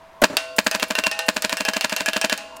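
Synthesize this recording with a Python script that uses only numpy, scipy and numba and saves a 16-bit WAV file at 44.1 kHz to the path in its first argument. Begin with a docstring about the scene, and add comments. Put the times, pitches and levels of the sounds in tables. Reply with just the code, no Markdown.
"""A paintball marker fires one shot and two fast strings of shots on a wooded range.
Each shot is a pop and a hiss of gas that rings the marker's body and barrel. About an eighth of a
second after most shots, a ball bursts on a sheet metal target, which rings. Hollow knocks surround
the first shot, and the trees echo over a soft outdoor hush and a faint hum. The camera's gain control
turns the sound down after loud shots, and the loudest peaks are flattened."""
import sys
import numpy as np
from scipy import signal
from scipy.fft import rfft, irfft, next_fast_len
from scipy.io import wavfile
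from numba import njit

SR = 44100
rng = np.random.default_rng(int(sys.argv[2]) if len(sys.argv) > 2 else 0)


def persist_wave(psi):
    """Save psi, clipped to +-1, as 16-bit WAV."""
    counts = np.round(np.clip(psi, -1, 1) * 32767).astype(np.int16)
    wavfile.write(sys.argv[1], SR, np.atleast_2d(counts).T)


N = 114660


def amp(db):
    return 10 ** (np.asarray(db) / 20)


def along(points, hz):
    """Read between (pitch_hz, value) points on a log pitch scale."""
    pitches, values = np.transpose(points)
    return np.interp(np.log(hz + 1), np.log(pitches + 1), values)


def filtered(x, response):
    """Scale and delay each frequency of x by response(hz)."""
    size = next_fast_len(x.shape[-1] + 8192)
    return irfft(rfft(x, size) * response(np.fft.rfftfreq(size, 1 / SR)), size)[..., :x.shape[-1]]


def noise(size, spectrum):
    """Noise of strength 1 (rms), shaped by (pitch_hz, level_db) points."""
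    x = filtered(rng.standard_normal(size), lambda hz: amp(along(spectrum, hz)))
    return x / np.sqrt(np.mean(x ** 2) + 1e-20)


def burst(t, db, fade_s, brightness=1):
    """Fading noise; each step of brightness tilts it to the treble. A fade_s is the time to drop 60 dB."""
    return amp(db - 60 * t / fade_s) * np.diff(rng.standard_normal(len(t) + brightness), brightness)


def dying(x, fades):
    """Let each frequency die away at its own speed."""
    hz, t, bands = signal.stft(x, SR, nperseg=128)
    bands = bands * amp(-60 * t / along(fades, hz)[:, None])
    return signal.istft(bands, SR, nperseg=128)[1][..., :x.shape[-1]]


def ring(tones, t, scatter_db):
    """The fading tones of a struck object, each a little stronger or weaker at every blow."""
    hz, db, fade_s = np.transpose(tones)[:, :, None]
    db = db + scatter_db * rng.standard_normal(db.shape)
    return np.sum(amp(db - 60 * t / fade_s) * np.sin(2 * np.pi * hz * t), axis=0)


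def add(out, start_s, sound):
    part = out[round(start_s * SR):][:len(sound)]
    part += sound[:len(part)]


# Tone of the outdoor hush: pitch_hz, level_db
HUSH_TONE = [(110, -8.5), (220, -11), (400, -14.5), (650, -6), (950, -10), (1500, -13), (4000, -24.5),
             (9000, -40), (16000, -39)]
# Loudness of a faint sound near 1 kHz: time_s, level_db
FAINT_LEVELS = [(0, -45), (.06, -60), (.21, -50), (2.46, -79), (2.52, -37), (2.6, -43)]
# Its narrow band of noise: pitch_hz, level_db
FAINT_TONE = [(700, -59), (900, 0), (1100, -3), (1400, -46)]

def air():
    """Outdoor hush with a faint, narrow sound that comes and goes."""
    faint_db = np.interp(np.arange(N) / SR, *np.transpose(FAINT_LEVELS))
    return amp(-50.5) * noise(N, HUSH_TONE) + amp(faint_db) * noise(N, FAINT_TONE)


def steady_hum(pitch_hz=656, fade_s=22):
    """A faint, nearly steady hum near 656 Hz sounds throughout."""
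    t = np.arange(N) / SR
    return amp(-47 - 60 * t / fade_s) * np.sin(2 * np.pi * pitch_hz * t)


def puff(t, length_s):
    """A puff of gas: a jump in pressure, then suction."""
    age = np.maximum(t / length_s, 0)
    return (t >= 0) * np.e * age * (2 - age) * np.exp(-1.5 * age)


# The shots: start_s, blast_db, pop_db (the valve's pop, relative to the blast)
SHOTS = [(0.2388, 14.5, 2), (0.585, 5.5, -1), (0.6651, 7.5, 1), (0.7453, 7.5, -6.5), (0.8248, 7.5, -2),
         (.9044, 3.5, 1), (.9842, 6.5, -4), (1.064, 10, -9), (1.2848, 7.5, 1.5), (1.3638, 3.5, 0),
         (1.444, 4.5, 0.5), (1.5236, 2.5, -21), (1.6034, 1, -1), (1.6838, 5.5, -0.5), (1.7638, 3.5, 2),
         (1.842, 6.5, -7), (1.9228, 2, 5), (2.0028, 3, -50), (2.0826, 5, 2), (2.1628, 6.5, 3.5),
         (2.2428, 9.5, 5), (2.323, 10, 1)]
# Gas puffs after each pop: delay_s, level_db, length_s
GAS_PUFFS = [(.0026, 2.5, 0.00011), (.0032, -2.5, 0.00011), (.0037, -3.5, 0.000081), (.0045, 4.5, 0.00019),
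             (.0049, 13.5, .00007), (.0081, -4, 0.00041), (0.0193, -2.5, .00008)]
# Tone of the escaping gas: pitch_hz, level_db
HISS_TONE = [(100, -21.5), (230, 5), (400, -2.5), (650, -2), (1500, 4), (3000, -0.5), (5000, -7.5),
             (9000, -13.5), (16000, -72)]
# Where the body and barrel ring: pitch_hz, width_hz, level_db
BODY_TONES = [(207, 65, 0), (290.2, 26, -3), (633, 48.6, 5.5), (995, 68.5, 4.5), (1557, 69, 8),
              (1668, 19.5, 6), (2530, 760, -3.5), (4190, 1050, 0.5), (6760, 900, 0)]

def marker(repeat_share=0.46):
    """The solenoid (an electric switch) puffs, the valve pops, gas rushes out and the bolt ticks."""
    pops, hiss = np.zeros(N), np.zeros(N)
    t = np.arange(SR // 10) / SR
    same_hiss = np.sqrt(repeat_share) * noise(len(t), HISS_TONE)  # alike in every shot
    # The hiss holds for 18 ms, fades, then fades faster from 37 ms on.
    fading_db = -16.5 - 60 * (t - 0.018) / 0.075 - 60 * np.maximum(t - 0.037, 0) / 0.037
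    hiss_shape = amp(np.where(t < 0.018, -12.5, fading_db))
    for start_s, blast_db, pop_db in SHOTS:
        gas = amp(pop_db) * puff(t, length_s=0.00044)
        for delay_s, puff_db, length_s in GAS_PUFFS:
            gas += amp(puff_db + rng.normal(0, 1.2)) * puff(t - delay_s, length_s)
        add(pops, start_s, amp(blast_db) * gas)
        fresh_hiss = np.sqrt(1 - repeat_share) * noise(len(t), HISS_TONE)
        add(hiss, start_s - 0.001, amp(blast_db) * hiss_shape * (same_hiss + fresh_hiss))
        add(hiss, start_s - 0.001, burst(t, blast_db - 20, fade_s=0.1))  # bright fizz
        add(hiss, start_s - 0.0215, burst(t, -22, fade_s=0.1))  # solenoid
        add(hiss, start_s + 0.013, burst(t, blast_db - 14, fade_s=0.0058, brightness=2))  # bolt

    def body(hz):
        return sum(amp(db) * 1j * hz * width / (pitch ** 2 - hz ** 2 + 1j * hz * width)
                   for pitch, width, db in BODY_TONES)
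    return hiss + amp(5) * filtered(pops, body)


# Knocks around the first shot: start_s, level_db, rise_s
KNOCKS = [(0.2178, -1, 0.011), (0.2972, -7.5, 0.0021), (.327, -11.5, 0.0014)]
# Their hollow ring: pitch_hz, level_db, fade_s
HOLLOW_TONES = [(597.5, 6.5, 0.077), (278, -3.5, 0.16), (187, -5, 0.098)]
# Their rattle: pitch_hz, level_db
RATTLE_TONE = [(80, -2), (250, 6.5), (600, 0), (1500, -4), (4000, -17.5), (16000, -30)]

def knocks():
    """Handling knocks near the shooters: a hollow ring with a noisy rattle."""
    out, t = np.zeros(N), np.arange(SR // 5) / SR
    for start_s, level_db, rise_s in KNOCKS:
        rattle = amp(0.5 - 60 * t / 0.17) * noise(len(t), RATTLE_TONE)
        hollow = ring(HOLLOW_TONES, t, scatter_db=1.5)
        rise = 1 - np.exp(-t / rise_s)
        add(out, start_s, amp(level_db) * (hollow + rattle) * rise)
    return out


# Balls landing: start_s, splat_db, six group_db (one per group of sheet tones), chime_hz, chime_db
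HITS = [(0.368, 1.5, -14, -46, -21.5, -48, -7, -17.5, 4550, -2.5),
        (0.712, -5, -15.5, -18, -14.5, -17, -24, -32, 5054, -10),
        (0.797, -11.5, -27, -42, -29, -32, -13.5, -40, 3250, -6),
        (0.952, -9, -28, -26, -16, -33, -10.5, -22, 3440, -32),
        (1.037, -9, -17.5, -44, -39, -42, -1.5, -13.5, 3260, -17),
        (1.113, -5, -17, -32, -11.5, -12, -37, -45, 4540, -4),
        (1.19, -7.5, -16, -40, -16.5, -20, -11, -41, 5320, -32),
        (1.421, -9, -25.5, -42, -27.5, -48, -29, -37, 6600, -22),
        (1.494, -10.5, -20.5, -40, -23, -49, -42, -27, 3780, -31),
        (1.569, -12, -59, -21, -24, -32, -13, -47, 5190, -9),
        (1.65, -12, -19, -14, -38, -17.5, -13, -27, 5110, -13),
        (1.734, -10, -20, -12.5, -42, -27, -17, -42, 4860, -24),
        (1.809, -6, -42, -43, -41, -28, -14, -42, 4340, -16),
        (1.895, -11, -32, -32, -23, -39, -18, -38, 3780, -29),
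        (1.963, -5.5, -21, -23, -24, -38, -11, -44, 5480, -28),
        (2.059, -10.5, -24.5, -12, -26, -17.5, -19, -42, 6130, -10),
        (2.132, -8.5, -21, -15.5, -26, -31, -12, -32, 3680, -31),
        (2.213, -4.5, -20, -10, -30, -16, -11, -40, 5190, -9.5),
        (2.296, -3.5, -23, -7, -14, -27, -17, -23, 4410, -33),
        (2.376, -12, -21, -35, -34, -22, -33, -31.5, 6010, -45)]
# The sheet's tones, one row per group that rings together: pitch_hz of each tone
SHEET_PITCHES = [
    [655, 641, 506],
    [1679, 2390, 3100],
    [1825, 1520, 2805],
    [2579, 829],
    [2748],
    [1071, 1384, 1520],
]
# The same groups: (level_db, fade_s) of each tone
SHEET_RINGS = [
    [(4, 0.71), (-9, 0.48), (-8, 1)],
    [(7, 0.18), (-1.5, 0.16), (-2.5, 0.27)],
    [(9, 0.18), (-0.5, 0.32), (-4, 0.59)],
    [(7.5, 0.23), (-0.5, 0.4)],
    [(3, 0.31)],
    [(0.5, 0.53), (-13, 0.88), (1, 0.44)],
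]
# The splat, a dense wash of high ringing: pitch_hz, level_db
SPLAT_TONE = [(180, -29), (300, -12.5), (701, 0.5), (2000, 0), (2740, 6), (3350, -1), (4700, -2),
              (10000, -13.5), (16000, -24)]
# How fast the splat dies: pitch_hz, fade_s
SPLAT_FADES = [(500, 0.2), (3000, 0.19), (10000, 0.2), (14000, 0.05)]

def target(side_chimes=40, spread_octaves=0.4, chime_fade_s=0.05, bass_cut_hz=400):
    """Each ball cracks, splats and rings the metal sheet; the spot it hits decides which tones are loud."""
    out, t = np.zeros(N), np.arange(SR) / SR
    short_t = t[:SR // 2]
    for start_s, splat_db, *group_dbs, chime_hz, chime_db in HITS:
        sheet_tones = [(hz, tone_db + group_db, fade_s)
                       for group_db, pitches, rings in zip(group_dbs, SHEET_PITCHES, SHEET_RINGS)
                       for hz, (tone_db, fade_s) in zip(pitches, rings)]
        # One brief chime, with many more scattered around its pitch.
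        side_hz = chime_hz * 2 ** (spread_octaves * rng.standard_normal(side_chimes))
        chime_tones = [(chime_hz, chime_db, chime_fade_s)] + [(hz, -21, chime_fade_s) for hz in side_hz]
        splat = amp(-8) * dying(noise(len(short_t), SPLAT_TONE), SPLAT_FADES)
        crack = burst(short_t, -1.5, fade_s=0.013)
        strike_s = start_s + 0.0012
        add(out, strike_s, ring(sheet_tones, t, scatter_db=1.5))
        chimes = ring(chime_tones, short_t, scatter_db=4)
        add(out, strike_s, amp(splat_db + 7) * (splat + crack + chimes))
    return filtered(out, lambda hz: bass_cut(hz, bass_cut_hz, damping=1.2))


# Ticks near the end: start_s, level_db
TICKS = [(2.563, -49), (2.5682, -39.5)]

def ticks():
    """Two small, dry handling ticks, almost at once."""
    out, t = np.zeros(N), np.arange(SR // 5) / SR
    for start_s, level_db in TICKS:
        add(out, start_s, burst(t, level_db + 10.5, fade_s=0.023, brightness=0))
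    return out


# How fast the echo dies: pitch_hz, fade_s
ECHO_FADES = [(200, 0.3), (500, 0.65), (1500, 0.39), (6000, 0.39), (14000, 0.24)]

def tree_echo(x, delay_s=0.012):
    """Sound bounces off trunks and netting and comes back as a blur."""
    tail = dying(rng.standard_normal(SR // 2), ECHO_FADES)
    tail = np.pad(tail / np.linalg.norm(tail), (round(delay_s * SR), 0))
    return signal.fftconvolve(x, tail)[:N]


def scene():
    """All the sounds and their echo, in one channel."""
    direct = steady_hum() + marker() + target() + knocks() + ticks()
    return (direct + amp(-17) * tree_echo(direct) + air())[None]


def bass_cut(hz, corner_hz, damping):
    """A filter that steeply weakens everything below corner_hz."""
    return (hz ** 2 / (hz ** 2 - corner_hz ** 2 - 1j * damping * hz * corner_hz)) ** 2


@njit
def follow(x, rise_s, fall_s):
    """Track a level, rising and falling at different speeds."""
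    levels, level = np.empty_like(x), 0.
    for i in range(len(x)):
        level += (x[i] - level) / (SR * (rise_s if x[i] > level else fall_s))
        levels[i] = level
    return levels


def gain_control(x, limit_db=-24, strength=0.75, lag_s=0.0091):
    """Turn the sound down just after it passes the limit, then let it come back."""
    level_db = 20 * np.log10(follow(np.abs(x[0]), rise_s=0.0021, fall_s=0.064) + 1e-6)
    excess_db = np.maximum(level_db - limit_db, 0)
    step = 1 / (lag_s * SR)
    dip_db = signal.lfilter([step], [1, step - 1], strength * excess_db)
    return x * amp(-dip_db)


# Low noise of the microphone's amplifier: pitch_hz, level_db
RUMBLE_TONE = [(150, -4), (240, -27)]

def record(dry, hardness=9):
    """The microphone thins the bass; then come gain control, rumble, flattened peaks and a treble cut."""
    bass_leak = lambda hz: amp(-2) / (1 + 1j * hz / 112) ** 2  # some deep bass still gets through
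    x = filtered(dry, lambda hz: bass_cut(hz, corner_hz=147, damping=1.4) + bass_leak(hz))
    x = gain_control(x) + amp(-62) * noise(N, RUMBLE_TONE)
    x = x / (1 + np.abs(x) ** hardness) ** (1 / hardness)  # flatten the loudest peaks
    return filtered(x, lambda hz: (hz < 15900) / (1 + (hz / 14300) ** 6))


dry = scene()
out = record(dry)
persist_wave(out)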